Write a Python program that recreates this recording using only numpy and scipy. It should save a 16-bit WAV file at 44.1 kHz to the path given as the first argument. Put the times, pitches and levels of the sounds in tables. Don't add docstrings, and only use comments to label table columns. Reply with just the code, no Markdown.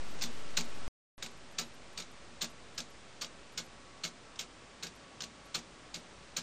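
import sys
import numpy as np
from scipy import signal
from scipy.fft import rfft, irfft, next_fast_len
from scipy.io import wavfile
from scipy.ndimage import uniform_filter1d

SR = 44100
rng = np.random.default_rng(int(sys.argv[2]) if len(sys.argv) > 2 else 0)


def volts(x):
    e = np.asarray(x, float) / 20
    return 10 ** e


def inscribe(sig):
    pcm = np.round(np.clip(np.atleast_2d(sig).T, -1, 1) * 32767)
    wavfile.write(sys.argv[1], SR, pcm.astype(np.int16))


N = 283122

# pitch_hz, level_db [dB per Hz]
HISS_COLOUR = [(20, -9), (50, -10.5), (90, -2.5), (250, -2), (600, -5.5), (1200, -8), (2500, -10.5),
               (5000, -15), (8600, -20), (9800, -22), (10600, -26.5), (12000, -70.5)]
HUM_PITCHES = [49, 377, 563, 1128, 1322]
# width_hz, level_db
HUM_BANDS = [(9, -62), (10, -75), (17, -66), (3, -65), (13, -68.5)]
# start_s, hiss_db, offset [full scale]
SHOTS_OVER_TIME = [
    (0, -49.5, -.0258),
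    (.879, -49.5, -.0254),
    (1.181, -55, .0028),
    (2.4, -55, .002),
    (4.4, -55.5, .0007),
    (6.42, -55, -.001),
]
# unlock_s, wait_s [until the impulse], impulse_db, fading [dB/s], brightest_hz
TICK_EVENTS = [(.217, .006, -25, 420, 5300), (.569, 0.005, -19, 748.5, 4260),
               (1.224, .002, -30.5, 452, 3840), (1.584, 0.0034, -23.5, 482, 4500),
               (1.975, .0025, -30.5, 447.5, 4720), (2.4128, 0.0046, -25, 452, 4300),
               (2.7776, .003, -29, 599, 5300), (3.2114, .008, -28, 750, 4600),
               (3.575, .0027, -28.5, 475.5, 5150), (4.036, .005, -26, 522, 4540),
               (4.3903, .003, -29, 417.5, 3940), (4.8267, .007, -28.5, 553.5, 4370),
               (5.2048, 0.0016, -32.5, 699.5, 5530), (5.544, .0045, -24.5, 650, 4300),
               (5.9414, .003, -30.5, 519, 4990), (6.365, .004, -26, 480, 4300)]
# lower_base_db, upper_base_db, mid_frame_db
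TICK_JOLTS = [(-48.5, -45, 8), (-46.5, -45, 6.5), (-59, -56.5, 10), (-53, -50.5, 12), (-54, -62.5, 9.5),
              (-50, -51.5, 8.5), (-54.5, -55, 9), (-58, -57.5, 13), (-53, -55, 11), (-49.5, -56.5, 12.5),
              (-61, -60, 12), (-53, -66, 12.5), (-55, -58, 7.5), (-51, -53.5, 10.5), (-54, -59, 5),
              (-51, -58, 10)]
# start_s, level_db, brightest_hz
LOCK_TOUCHES = [(.212, -34.5, 2750), (.2373, -26.5, 4300), (.6092, -28.5, 3005), (1.262, -34, 2820),
                (2.002, -31, 3680), (2.0223, -37, 4100), (2.4435, -30.5, 4300), (2.452, -38, 2580),
                (2.8036, -31, 3860), (3.2452, -33.5, 3700), (3.2655, -44.5, 2930), (4.0767, -40, 4300),
                (4.3584, -43, 3900), (.19, -41, 3530), (2.4097, -39, 3870), (4.8685, -35, 4750),
                (5.2207, -32, 4210), (5.234, -36.5, 2850), (5.239, -32, 4300), (5.5898, -40, 2300),
                (5.96, -36.5, 4090)]
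# pitch_hz, level_db [dB per Hz]
RATTLE_COLOUR = [(200, -41.5), (600, -18), (1000, -15.5), (1500, -10), (2700, -4), (4300, -2), (5500, -3.5),
                 (6800, -1), (8200, -11), (9500, -16), (11000, -50)]
STRIP_PITCHES = [1190, 1322, 1480, 1642, 2180, 2378, 2543, 2792, 3422, 3550, 3745, 3810, 3920, 4050, 4135,
                 4280, 4390, 4520, 4670, 4800, 5220, 5440, 5640, 5940, 6400, 6680, 6900, 7280, 8200, 8700]
# pitch_hz, level_db, t60_s
STRIP_RING = [(1090, -11, 0.085), (1280, -6.5, 0.08), (1770, -5.5, 0.055), (2400, -17, 0.1),
              (3340, -21, 0.18), (4300, -15.5, 0.084), (5300, 0, 0.015), (6700, 0, 0.01),
              (8420, -19.5, 0.076)]
BASE_PITCHES = (168.9, 232.6)
BASE_RINGS = (0.11, 0.16)
BASE_DELAYS = (0.0052, 0.0159)
# pitch_hz, level_db [dB per Hz]
SHUDDER_COLOUR = [(60, -16.5), (130, -17), (330, -5.5), (600, -8.5), (1000, -12.5), (1400, -24.5)]
# start_s, length_s, level_db
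TREBLE_BLOCKS = [(0.097, 0.06, -72), (0.214, 0.052, -55), (0.562, 0.054, -52.5), (0.647, 0.013, -72),
                 (1.225, 0.048, -64), (1.583, 0.05, -57), (1.976, 0.04, -66), (2.415, 0.037, -53),
                 (2.776, 0.03, -64), (3.21, 0.052, -63), (3.572, 0.035, -61), (4.033, 0.056, -63.5),
                 (4.387, 0.046, -61.5), (4.826, 0.054, -65), (5.208, 0.039, -70), (5.54, 0.047, -60),
                 (5.936, 0.032, -68), (6.357, 0.039, -57)]
# start_s, length_s
STRAY_PATCHES = [(0.043, 0.063), (0.306, 0.12), (.501, .031), (0.636, .03), (0.68, .029), (0.74, 0.048),
                 (0.864, 0.015), (1.17, 0.014), (1.305, 0.015), (1.369, 0.0089), (1.51, 0.017),
                 (1.64, 0.045), (1.734, 0.022), (1.927, 0.0097), (2.11, 0.0092), (2.493, 0.026),
                 (2.737, .02), (2.895, .018), (3.517, 0.02), (3.635, 0.033), (4.948, 0.02), (5.446, .026)]
TICKS_WITHOUT_PATCH = (2, 7, 10)


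def at_hz(points, hz):
    points = np.array(points)
    return np.interp(np.log(hz), np.log(points[:, 0]), points[:, 1])


def colour(x, spectrum):
    size = next_fast_len(N)
    hz = np.maximum(np.arange(size // 2 + 1) * SR / size, 1)
    y = irfft(rfft(x, size) * volts(at_hz(spectrum, hz)), size)[:N]
    return y * np.std(x) / np.std(y)


def band(x, lo_hz, hi_hz, order=4):
    return signal.sosfilt(signal.butter(order, [lo_hz, hi_hz], "band", fs=SR, output="sos"), x)


def fade(clicks, t60_s):
    return signal.lfilter([1], [1, -volts(-60 / (t60_s * SR))], clicks + 1e-18)


def ring(clicks, hz, t60_s):
    r = volts(-60 / (t60_s * SR))
    w = 2 * np.pi * hz / SR
    return signal.lfilter([0, np.sin(w)], [1, -2 * r * np.cos(w), r * r], clicks + 1e-18)


def drift(rate_hz):
    knots = rng.standard_normal(int(N / SR * 200) + 2)
    return np.interp(np.arange(N) / SR * rate_hz, np.arange(len(knots)), knots) * 1.41


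def room(hiss_db):
    out = colour(rng.standard_normal(N), HISS_COLOUR) * volts(0.073 * drift(6.5))
    for hz, (width_hz, level_db) in zip(HUM_PITCHES, HUM_BANDS):
        whirr = band(rng.standard_normal(N), hz - width_hz / 2, hz + width_hz / 2, order=1)
        out += volts(level_db + 49.5) * whirr / np.std(whirr)
    return volts(hiss_db) * out


def contacts():
    unlock_db = -8
    chatter_gap_s, chatter_db, chatter_spread_db = .0042, -2.5, 2.2
    pitch_spread, sag_hz_per_s = .12, 9000
    rows = list(LOCK_TOUCHES)
    luck = rng.standard_normal((len(TICK_EVENTS), 3, 11))
    for (s, wait_s, level_db, fade_db_per_s, hz), (gap, size, pitch) in zip(TICK_EVENTS, luck):
        rows.append((s, level_db + unlock_db, hz))
        rows.append((s + wait_s / 2, level_db + unlock_db / 2, hz))
        rows.append((s + wait_s, level_db, hz))
        after_s = np.cumsum(chatter_gap_s * np.exp(.3 * gap))
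        touch_db = level_db + chatter_db - fade_db_per_s * after_s + chatter_spread_db * size
        touch_hz = (hz - sag_hz_per_s * after_s) * np.exp(pitch_spread * pitch)
        rows += zip(s + wait_s + after_s, touch_db, touch_hz)
    return [row for row in rows if row[0] < N / SR]


def contact_clicks(rows):
    clicks = np.zeros(N)
    for s, level_db, _ in rows:
        clicks[round((s - .0008) * SR)] = volts(level_db)
    return clicks


def cracks(rows):
    rise_s, fall_s = 0.00028, 0.0019
    out = np.zeros(N + 900)
    t = np.arange(900) / SR
    shape = (1 - np.exp(-t / rise_s)) * np.exp(-t / fall_s)
    size = (len(rows), len(t))
    grains = rng.standard_normal(size) * volts(4.5 * rng.standard_normal(size))
    for (s, level_db, hz), grain in zip(rows, grains * shape):
        lively = ring(grain, hz, 0.01)
        crack = grain / np.std(grain) + 0.41 * lively / np.std(lively)
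        at = round((s - .0004) * SR)
        out[at:at + len(t)] += volts(level_db - 8.5) * crack
    return out[:N]


def rattle(clicks, rows):
    power = fade(fade(clicks ** 2, 0.012), 0.077) / (0.023 * SR / 7)
    wash = volts(-7) * np.sqrt(power) * rng.standard_normal(N)
    return colour(cracks(rows) + wash, RATTLE_COLOUR)


def current_tick():
    starts_s = np.array(TICK_EVENTS)[:, 0] - .045
    return np.maximum(np.searchsorted(starts_s, np.arange(N) / SR) - 1, 0)


def frame(clicks):
    chatter = np.sqrt(fade(fade(clicks ** 2, 0.0049), 0.0099) / 30) * rng.standard_normal(N)
    tick = current_tick()
    mid_db = np.array(TICK_JOLTS)[tick, 2]
    spread_db = 1.8 * rng.standard_normal((len(TICK_EVENTS), len(STRIP_PITCHES)))
    table_hz, table_db, table_t60_s = np.transpose(STRIP_RING)
    out = np.zeros(N)
    for k, hz in enumerate(STRIP_PITCHES):
        low_share = np.clip((2600 - hz) / 1000, 0, 1)
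        level_db = np.interp(hz, table_hz, table_db) - 30.0 + spread_db[tick, k]
        gain = volts(level_db + low_share * (mid_db - 17.0))
        out += (-1) ** k * ring(chatter * gain, hz, np.interp(hz, table_hz, table_t60_s))
    return out


def base():
    out = np.zeros(N)
    for k, (hz, t60_s, delay_s) in enumerate(zip(BASE_PITCHES, BASE_RINGS, BASE_DELAYS)):
        jolts = np.zeros(N)
        signs = rng.choice([-1, 1], len(TICK_EVENTS))
        for row, jolt_db, sign in zip(TICK_EVENTS, TICK_JOLTS, signs):
            jolts[round((row[0] + delay_s) * SR)] = sign * volts(jolt_db[k])
        out += ring(ring(jolts, hz, t60_s), hz * 1.02, t60_s) / (t60_s * SR / 38)
    return volts(2) * out


def shudder():
    impulse_db = np.array(TICK_EVENTS)[:, 2]
    jolts = np.zeros(N)
    jolts[[round(row[0] * SR) for row in TICK_EVENTS]] = volts(-49.5 + .8 * (impulse_db + 28))
    swell = fade(fade(jolts, 0.097), 0.16) / (.1 * SR / 14)
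    return volts(-1) * swell * colour(rng.standard_normal(N), SHUDDER_COLOUR)


def scene():
    start_s, hiss_db, _ = np.transpose(SHOTS_OVER_TIME)
    air = room(np.interp(np.arange(N) / SR, start_s, hiss_db))
    rows = contacts()
    clicks = contact_clicks(rows)
    clock = volts(-8.0) * rattle(clicks, rows) + frame(clicks) + base() + shudder()
    return np.tile(clock + air, (2, 1))


def steep(x, lo_hz, hi_hz):
    return signal.sosfilt(signal.ellip(6, 1, 70, [lo_hz, hi_hz], "band", fs=SR, output="sos"), x)


def add_block(out, source, s, length_s, level_db, lo_hz, hi_hz):
    a = round(s * SR)
    b = min(round((s + length_s) * SR) + 200, N)
    gate = signal.windows.tukey(b - a, min(500 / (b - a), 1))
    piece = steep(source[a:b] * gate, lo_hz, hi_hz)
    out[a:b] += volts(level_db) * gate * piece / np.std(piece)


def patches():
    blocks = [(s, length_s, -74.5) for s, length_s in STRAY_PATCHES]
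    for k, row in enumerate(TICK_EVENTS):
        if k not in TICKS_WITHOUT_PATCH:
            blocks.append((row[0] + 0.023, 0.038, -75))
    return blocks


def copied_top(x):
    shift = np.exp(2j * np.pi * 6600 * np.arange(N) / SR)
    moved = np.real(signal.hilbert(band(x, 4200, 9500)) * shift)
    tilted = colour(moved, [(10000, -8.5), (12400, 1.0), (13500, 1.5), (15300, 21)])
    out = np.zeros(N)
    for s, length_s, level_db in patches():
        add_block(out, moved, s, length_s, level_db, 10500, 11800)
    for s, length_s, level_db in TREBLE_BLOCKS:
        edge_hz = 14300 + 94 * (level_db + 59.5)
        body_hz = edge_hz - 490
        add_block(out, tilted, s, length_s, level_db - 4.0, 12450, max(body_hz, 13000))
        add_block(out, tilted, s, min(0.023, length_s), level_db - 1.5, body_hz, edge_hz + 350)
    return out


def channel_difference(mono):
    out = np.zeros(N)
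    edges = np.r_[np.geomspace(800, 6000, 10), np.arange(7000, 15100, 1000)]
    for lo_hz, hi_hz in zip(edges, edges[1:]):
        gate = np.clip(drift(22) - 1.1 + .5 * np.log10(lo_hz / 1000), 0, 1)
        power = uniform_filter1d(band(mono, lo_hz, hi_hz, order=2) ** 2, size=700)
        noise = band(rng.standard_normal(N), lo_hz, hi_hz, order=3)
        gain = volts(-17 + 8.0 * (lo_hz > 10500))
        out += gain * gate * np.sqrt(power + 1e-16) * noise / np.std(noise)
    return out


def low_pass(x):
    return signal.sosfilt(signal.butter(12, 16170, fs=SR, output="sos"), x)


def record(dry):
    t = np.arange(N) / SR
    start_s, _, offset = np.transpose(SHOTS_OVER_TIME)
    running = (t < .8794) | (t >= 1.1793)
    mono = signal.sosfiltfilt(signal.butter(7, 9820, fs=SR, output="sos"), dry[0])
    mono = (mono + np.interp(t, start_s, offset)) * running
    mono = signal.sosfilt(signal.cheby2(10, 60, 12000, fs=SR, output="sos"), mono)
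    mono = mono + copied_top(dry[0])
    return low_pass(mono + channel_difference(mono) * [[1], [-1]])


dry = scene()
out = record(dry)
inscribe(out)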